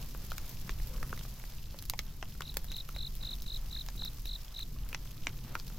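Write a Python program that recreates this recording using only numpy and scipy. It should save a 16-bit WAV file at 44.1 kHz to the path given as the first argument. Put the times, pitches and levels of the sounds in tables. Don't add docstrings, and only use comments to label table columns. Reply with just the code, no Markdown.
import sys
import numpy as np
from scipy import signal
from scipy.fft import rfft, irfft, next_fast_len
from scipy.io import wavfile
from scipy.ndimage import map_coordinates

SR = 44100
rng = np.random.default_rng(int(sys.argv[2]) if len(sys.argv) > 2 else 0)


def bounce(signal):
    frames = np.transpose(np.atleast_2d(signal))
    limited = np.clip(frames, -1, 1)
    pcm = np.round(limited * 32767).astype(np.int16)
    wavfile.write(sys.argv[1], SR, pcm)


N = 255020

# time in seconds, rumble level in dB, flutter level in dB.
FLAME_STRENGTH = [(0.0, -44.5, -50), (0.58, -41.5, -52.5), (0.66, -48, -47), (0.72, -40.5, -52.5),
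                  (1.13, -41.5, -47), (1.43, -50, -57), (1.63, -43.5, -52.5), (2.74, -44, -52.5),
                  (2.86, -46, -58.5), (2.96, -41.5, -52.5), (3.9, -44, -54), (3.99, -41.5, -50.5),
                  (4.54, -48.5, -60), (4.7, -44, -49), (4.89, -43.5, -54), (5.12, -48, -53),
                  (5.2, -44, -50.5), (5.78, -44, -50.5)]
# frequency in Hz, relative level in dB per Hz.
RUMBLE_COLOUR = [(10, 0), (20, -1.5), (36, 1), (56, -7), (86, -16), (110, -18.5), (150, -61.5)]
FLUTTER_COLOUR = [(60, -66), (95, -6.5), (115, -0.5), (145, 0), (175, -7.5), (240, -13.5), (330, -20),
                  (500, -26.5), (1000, -90)]
RUSH_COLOUR = [(150, 3.5), (300, -0.5), (550, 3), (1000, 2), (1600, -2), (2600, -3.5), (4000, -5.5),
               (8000, -42)]


def flames(rush_db):
    rumble_db, flutter_db = curves(FLAME_STRENGTH)
    centred = [(30, .994), (120, .997)]
    rumble = amp(rumble_db + 3.5) * stereo(noise(), RUMBLE_COLOUR, centred)
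    flutter = amp(flutter_db + 0.23) * stereo(noise(), FLUTTER_COLOUR, centred)
    rush_level = amp(rush_db - 0.8 + 1.7 * wobble(12))
    rush = rush_level * stereo(noise(), RUSH_COLOUR, [(300, 0.89), (2500, 0.98)])
    return rumble + flutter + rush


# start in seconds, level of the snap in dB over 10 ms, # brightness in dB (lifts the crack and
# lowers the knock), ring frequency in Hz, # ring level above the snap in dB, level of the spit of steam in dB
# over 10 ms.
LOG_POPS = [(.1482, -57, -9.5, 1410, 3.5, -57), (0.3182, -46, 0.5, 1410, 5.5, -53),
            (0.3811, -49.5, 8, 1580, -4, -47), (0.6936, -42.5, 0.5, 2300, -10.5, -61),
            (1.0286, -45.5, -1.5, 1270, 1.5, -54), (1.1285, -51, -8.5, 1430, 11, -69),
            (1.176, -53, 3, 1350, -2, -59), (1.1922, -60.5, 13, 3840, 11, -53),
            (1.2109, -60, -2, 2950, 4, -70), (1.251, -57, -5, 1240, 2.5, -74),
            (1.399, -65, 6, 2180, 5.5, -63), (1.4392, -57, -4, 2210, -8, -58),
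            (1.744, -61.5, -6, 573, 5.5, -74), (1.8983, -46.5, 13.5, 4770, 2, -34),
            (1.9362, -48.5, 1.5, 916, 6, -60), (1.991, -39, 8, 3850, 1.5, -43.5),
            (2.2266, -43.5, -2, 2670, -1.5, -71), (2.407, -46.5, 1.5, 1475, 1, -52),
            (2.42, -51, 6, 3140, 3, -58), (2.5681, -56, -14, 564, 11, -70),
            (2.5697, -49.5, 16.5, 1780, 2, -35), (2.8898, -52.5, -0.5, 1340, 5, -55),
            (2.9626, -51, -3, 3980, -15, -58), (3.7635, -61, 0, 1700, 2, -60),
            (3.8866, -53.5, 10, 970, 3, -55), (4.021, -59.5, -10, 1480, 2.5, -72),
            (4.9292, -51.5, 0, 2520, 5, -57), (4.9466, -41.5, 5.5, 2430, -3, -57),
            (5.2696, -39, 5, 2240, -1, -63), (5.553, -42, -1.5, 1370, 6.5, -52),
            (5.5988, -57.5, 10, 4600, 7, -58)]


def logs():
    out = np.zeros((2, N))
    arch_db = 4.5
    for start_s, snap_db, bright_db, ring_hz, ring_over_db, spit_db in LOG_POPS:
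        knock_db = snap_db - arch_db - bright_db
        crack_db = snap_db - arch_db + bright_db
        band_db = (knock_db, snap_db, crack_db, spit_db)
        burst_log = pop(ring_hz, snap_db + ring_over_db, band_db,
                        tear_s=0.0014, ring_cycles=1.44, kick=3.1, spit_rise_s=0.0004)
        add(out, start_s, camp(burst_log, wet_db=-11.5))
    return out


# lowest Hz, highest Hz.
POP_PARTS_HZ = [(230, 950), (900, 2600), (2500, 7000), (10000, 15800)]


def pop(ring_hz, ring_db, band_db, tear_s, ring_cycles, kick, spit_rise_s):
    t = np.arange(SR // 20) / SR
    out = np.zeros((2, len(t)))
    tearing = np.exp(-t / tear_s)
    spitting = t / spit_rise_s * np.exp(-t / spit_rise_s)
    shapes = (tearing, tearing, tearing, spitting)
    kicks = (kick, kick, kick / 2, 0)
    widths = (.06, .25, .55, .85)
    for edges, db, shape, push, width in zip(POP_PARTS_HZ, band_db, shapes, kicks, widths):
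        mid, side = rng.standard_normal((2, len(t))) * shape
        mid[0] += push
        left_right = [mid + width * side, mid - width * side]
        band = signal.butter(4, edges, 'band', fs=SR, output='sos')
        out += amp(db) * burst(signal.sosfilt(band, left_right))
    fade = np.exp(-t * ring_hz / ring_cycles)
    soft_start = 1 - np.exp(-t / 0.00084)
    ring = np.sin(2 * np.pi * ring_hz * t) * fade * soft_start
    return out + amp(ring_db) * burst(ring)


# frequency in Hz, relative level in dB per Hz.
STEAM_COLOUR = [(900, -20), (2500, -5), (3600, -2), (5200, 2), (7000, -2.5), (8300, -6.5), (9400, -8.5),
                (11500, -1), (14500, 1.5), (15900, -8)]
# frequency in Hz, likeness from 0 to 1.
STEAM_ALIKE = [(1000, 0.097), (3000, 0.27), (5500, 0.25), (9000, 0.06), (13000, 0.15)]


def embers(rush_db, hiss_db):
    fizz = unit(noise() + ticks(rate=330, spread_db=8.5, life_s=0.003))
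    steam_level = amp(hiss_db + 2.0 + 0.62 * wobble(16))
    steam = steam_level * stereo(fizz, STEAM_COLOUR, STEAM_ALIKE)

    fine_colour = [(4000, -37), (6500, 0), (8800, -14), (11500, 0), (15500, -3.5)]
    fine = stereo(ticks(rate=63, spread_db=14, life_s=0.00089), fine_colour, [(6000, .5), (12000, .1)])

    crackle_colour = [(1200, -35), (2800, 4.5), (4500, 2.5), (6500, -2.0), (9000, -36)]
    crackle = stereo(ticks(rate=47, spread_db=11.5, life_s=0.0011), crackle_colour,
                     [(2000, 0.97), (6000, 1.0)])

    woody_colour = [(200, 13), (700, -7.5), (1400, -1), (2500, -9), (4500, -20), (9000, -14.5)]
    woody = stereo(ticks(rate=30, spread_db=19.5, life_s=0.004), woody_colour,
                   [(1000, 0.96), (5000, 0.22)])
    return steam + amp(hiss_db - 5.5) * fine + amp(rush_db - 4.0) * crackle + amp(rush_db - 2) * woody


# time in seconds (the puff begins 0.92 ms later), strength in dB before an 8 dB cut.
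SKIN_SPLITS = [(0.3025, -42), (0.4924, -38), (0.8712, -38.5), (1.0934, -41), (1.788, -36.5),
               (1.8234, -36.5), (1.8527, -39), (2.5413, -39.5), (2.6433, -39), (2.7168, -34), (2.7652, -37),
               (3.1519, -38.5), (3.4203, -36.5), (3.8625, -38.5), (4.0483, -34.5), (4.2556, -37.5),
               (4.592, -35.5), (4.8888, -39), (5.6794, -40)]


def splits():
    out = np.zeros((2, N))
    t = np.arange(SR // 50) / SR
    for s, db in SKIN_SPLITS:
        shape = np.exp(-t / 0.00041) * (1 - np.exp(-t / 0.000073))
        puff = rng.standard_normal((2, len(t))) * shape
        add(out, s + 0.00092, camp(amp(db - 8.0) * burst(puff), wet_db=-4))
    colour = [(500, -8), (2000, -7.0), (5500, -1.0), (8800, -15.5), (11500, 1.0), (15000, 1.5)]
    return np.std(out) * stereo(out, colour, [(2000, 0.98), (7000, .5), (13000, .1)])


# frequency in Hz, relative level in dB per Hz.
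FLARE_COLOUR = [(220, -22), (400, -7), (520, 4), (780, -14), (1150, -4), (1550, -12), (3000, -22)]


def flare():
    peak_s, peak_db = 0.96, -54
    rise_db_per_s, fall_db_per_s = 120, 65
    t = np.arange(N) / SR - peak_s
    level_db = peak_db + np.minimum(rise_db_per_s * t, -fall_db_per_s * t)
    return amp(level_db + 2.9 * wobble(56.0)) * stereo(noise(), FLARE_COLOUR, [(500, 1.0)])


# time in seconds (the first stroke begins 2.4 ms earlier),
# number of wing strokes (a fraction means a weak last stroke).
CRICKET_CHIRPS = [(2.433, 4.25), (2.681, 7), (2.947, 7), (3.21, 7), (3.461, 6), (3.709, 6), (3.975, 6),
                  (4.253, 6), (4.544, 5)]


def cricket(period_s=.0206):
    out = np.zeros((2, N))
    full_db, warm_up_s = -35.5, 0.51
    for s, strokes in CRICKET_CHIRPS:
        timid = np.exp(-(s - CRICKET_CHIRPS[0][0]) / warm_up_s)
        chirp_db = full_db - 1.5 * timid
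        soft_db = 8 + 7 * timid
        swell_strokes = 0.62 + 1.1 * timid
        for k in range(int(np.ceil(strokes))):
            slack = np.exp(-k / swell_strokes)
            tone = wing_stroke(.0146 - .002 * slack, 4275 - 170 * slack, 750 - 200 * slack)
            stroke_db = chirp_db - soft_db * slack + rng.normal(0, 0.54)
            level = min(1, strokes - k) * amp(stroke_db)
            left_right = amp([[.3], [-.3]])
            add(out, s - .006 + k * period_s + 0.0036 * slack, level * tone * left_right)
    return camp(out, wet_db=-15.0)[:, :N]


def wing_stroke(length_s, start_hz, fall_hz):
    u = np.linspace(0, 1, int(length_s * SR))
    hz = start_hz * (1 + rng.normal(0, 0.0053)) - fall_hz * (0.672 * u + 0.43 * u ** 2)
    grip = np.interp(u, [0, .1, .28, .55, .78, 1], [0.16, 0.4, 0.77, 0.98, 0.53, 0.11])
    uneven_db = 1.2 * np.interp(u, np.linspace(0, 1, num=8), rng.standard_normal(size=8))
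    grip *= amp(uneven_db)
    phase = 2 * np.pi * np.cumsum(hz) / SR
    return grip * (np.sin(phase) + amp(-29.5) * np.sin(2 * phase))


# frequency in Hz, time to fall by 60 dB in seconds.
CAMP_FADE = [(300, 0.079), (1500, 0.056), (6000, 0.045), (14000, 0.041)]


def camp(x, wet_db):
    hz, t, z = signal.stft(rng.standard_normal((2, SR // 8)), SR, nperseg=128)
    fade = amp(-60 * t / along(CAMP_FADE, hz)[:, None])
    mid, side = signal.istft(z * fade, SR, nperseg=128)[1]
    tail = np.array([mid + .5 * side, mid - .5 * side])
    tail *= 1 - np.exp(-np.arange(tail.shape[1]) / SR / 0.0022)
    answer = amp(wet_db) * tail / np.linalg.norm(tail[0])
    answer[:, 0] += 1
    return signal.fftconvolve(x, answer, axes=1)


def amp(db):
    return 10 ** (np.asarray(db) / 20)


def unit(x):
    return x / np.sqrt(np.mean(x ** 2) + 1e-20)


def burst(x):
    return unit(x) * np.sqrt(.01 * SR / x.shape[-1])


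def along(points, hz):
    f, v = np.transpose(points)
    return np.interp(np.log(hz + 1), np.log(f + 1), v)


def curves(rows):
    s, *columns = np.transpose(rows)
    return [np.interp(np.arange(N) / SR, s, c) for c in columns]


def wobble(rate):
    knots = rng.standard_normal(int(N * rate / SR) + 4)
    return map_coordinates(knots, [np.arange(N) * rate / SR])


def filtered(x, response):
    m = next_fast_len(N + SR // 2)
    return irfft(rfft(x, m) * response(np.fft.rfftfreq(m, 1 / SR)), m)[..., :N]


def stereo(pair, spectrum, alike):
    def response(hz):
        turn = np.arccos(np.clip(along(alike, hz), -1, 1)) / 2
        return amp(along(spectrum, hz)) * [np.cos(turn), np.sin(turn)]

    mid, side = filtered(pair, response)
    return unit(np.array([mid + side, mid - side]))


def noise():
    return rng.standard_normal((2, N))


def ticks(rate, spread_db, life_s):
    size = amp(spread_db * rng.random(N) ** 2)
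    starts = (rng.random(N) < rate / SR) * size
    fading = signal.lfilter([1], [1, -np.exp(-1 / (life_s * SR))], starts)
    return unit(fading * noise())


def add(track, s, sound):
    part = track[:, max(round(s * SR), 0):][:, :sound.shape[1]]
    part += sound[:, :part.shape[1]]


# time in seconds, rush of gas in dB, steam from the wood in dB.
BURNING = [(0.0, -59.5, -55), (0.4, -58.5, -55.5), (1.13, -60, -56), (1.41, -61.5, -56), (1.77, -64.5, -60),
           (3.67, -61.5, -57), (4.17, -63, -57.5), (4.67, -63, -60), (5.33, -61.5, -59), (5.78, -62, -58)]


def scene():
    rush_db, hiss_db = curves(BURNING)
    fire = flames(rush_db) + logs() + embers(rush_db, hiss_db) + splits() + flare()
    return fire + cricket()


def record(dry):
    top_hz = 16000
    return filtered(dry, lambda hz: np.clip((top_hz - hz) / 200 + .5, 0, 1))


dry = scene()
out = record(dry)
bounce(out)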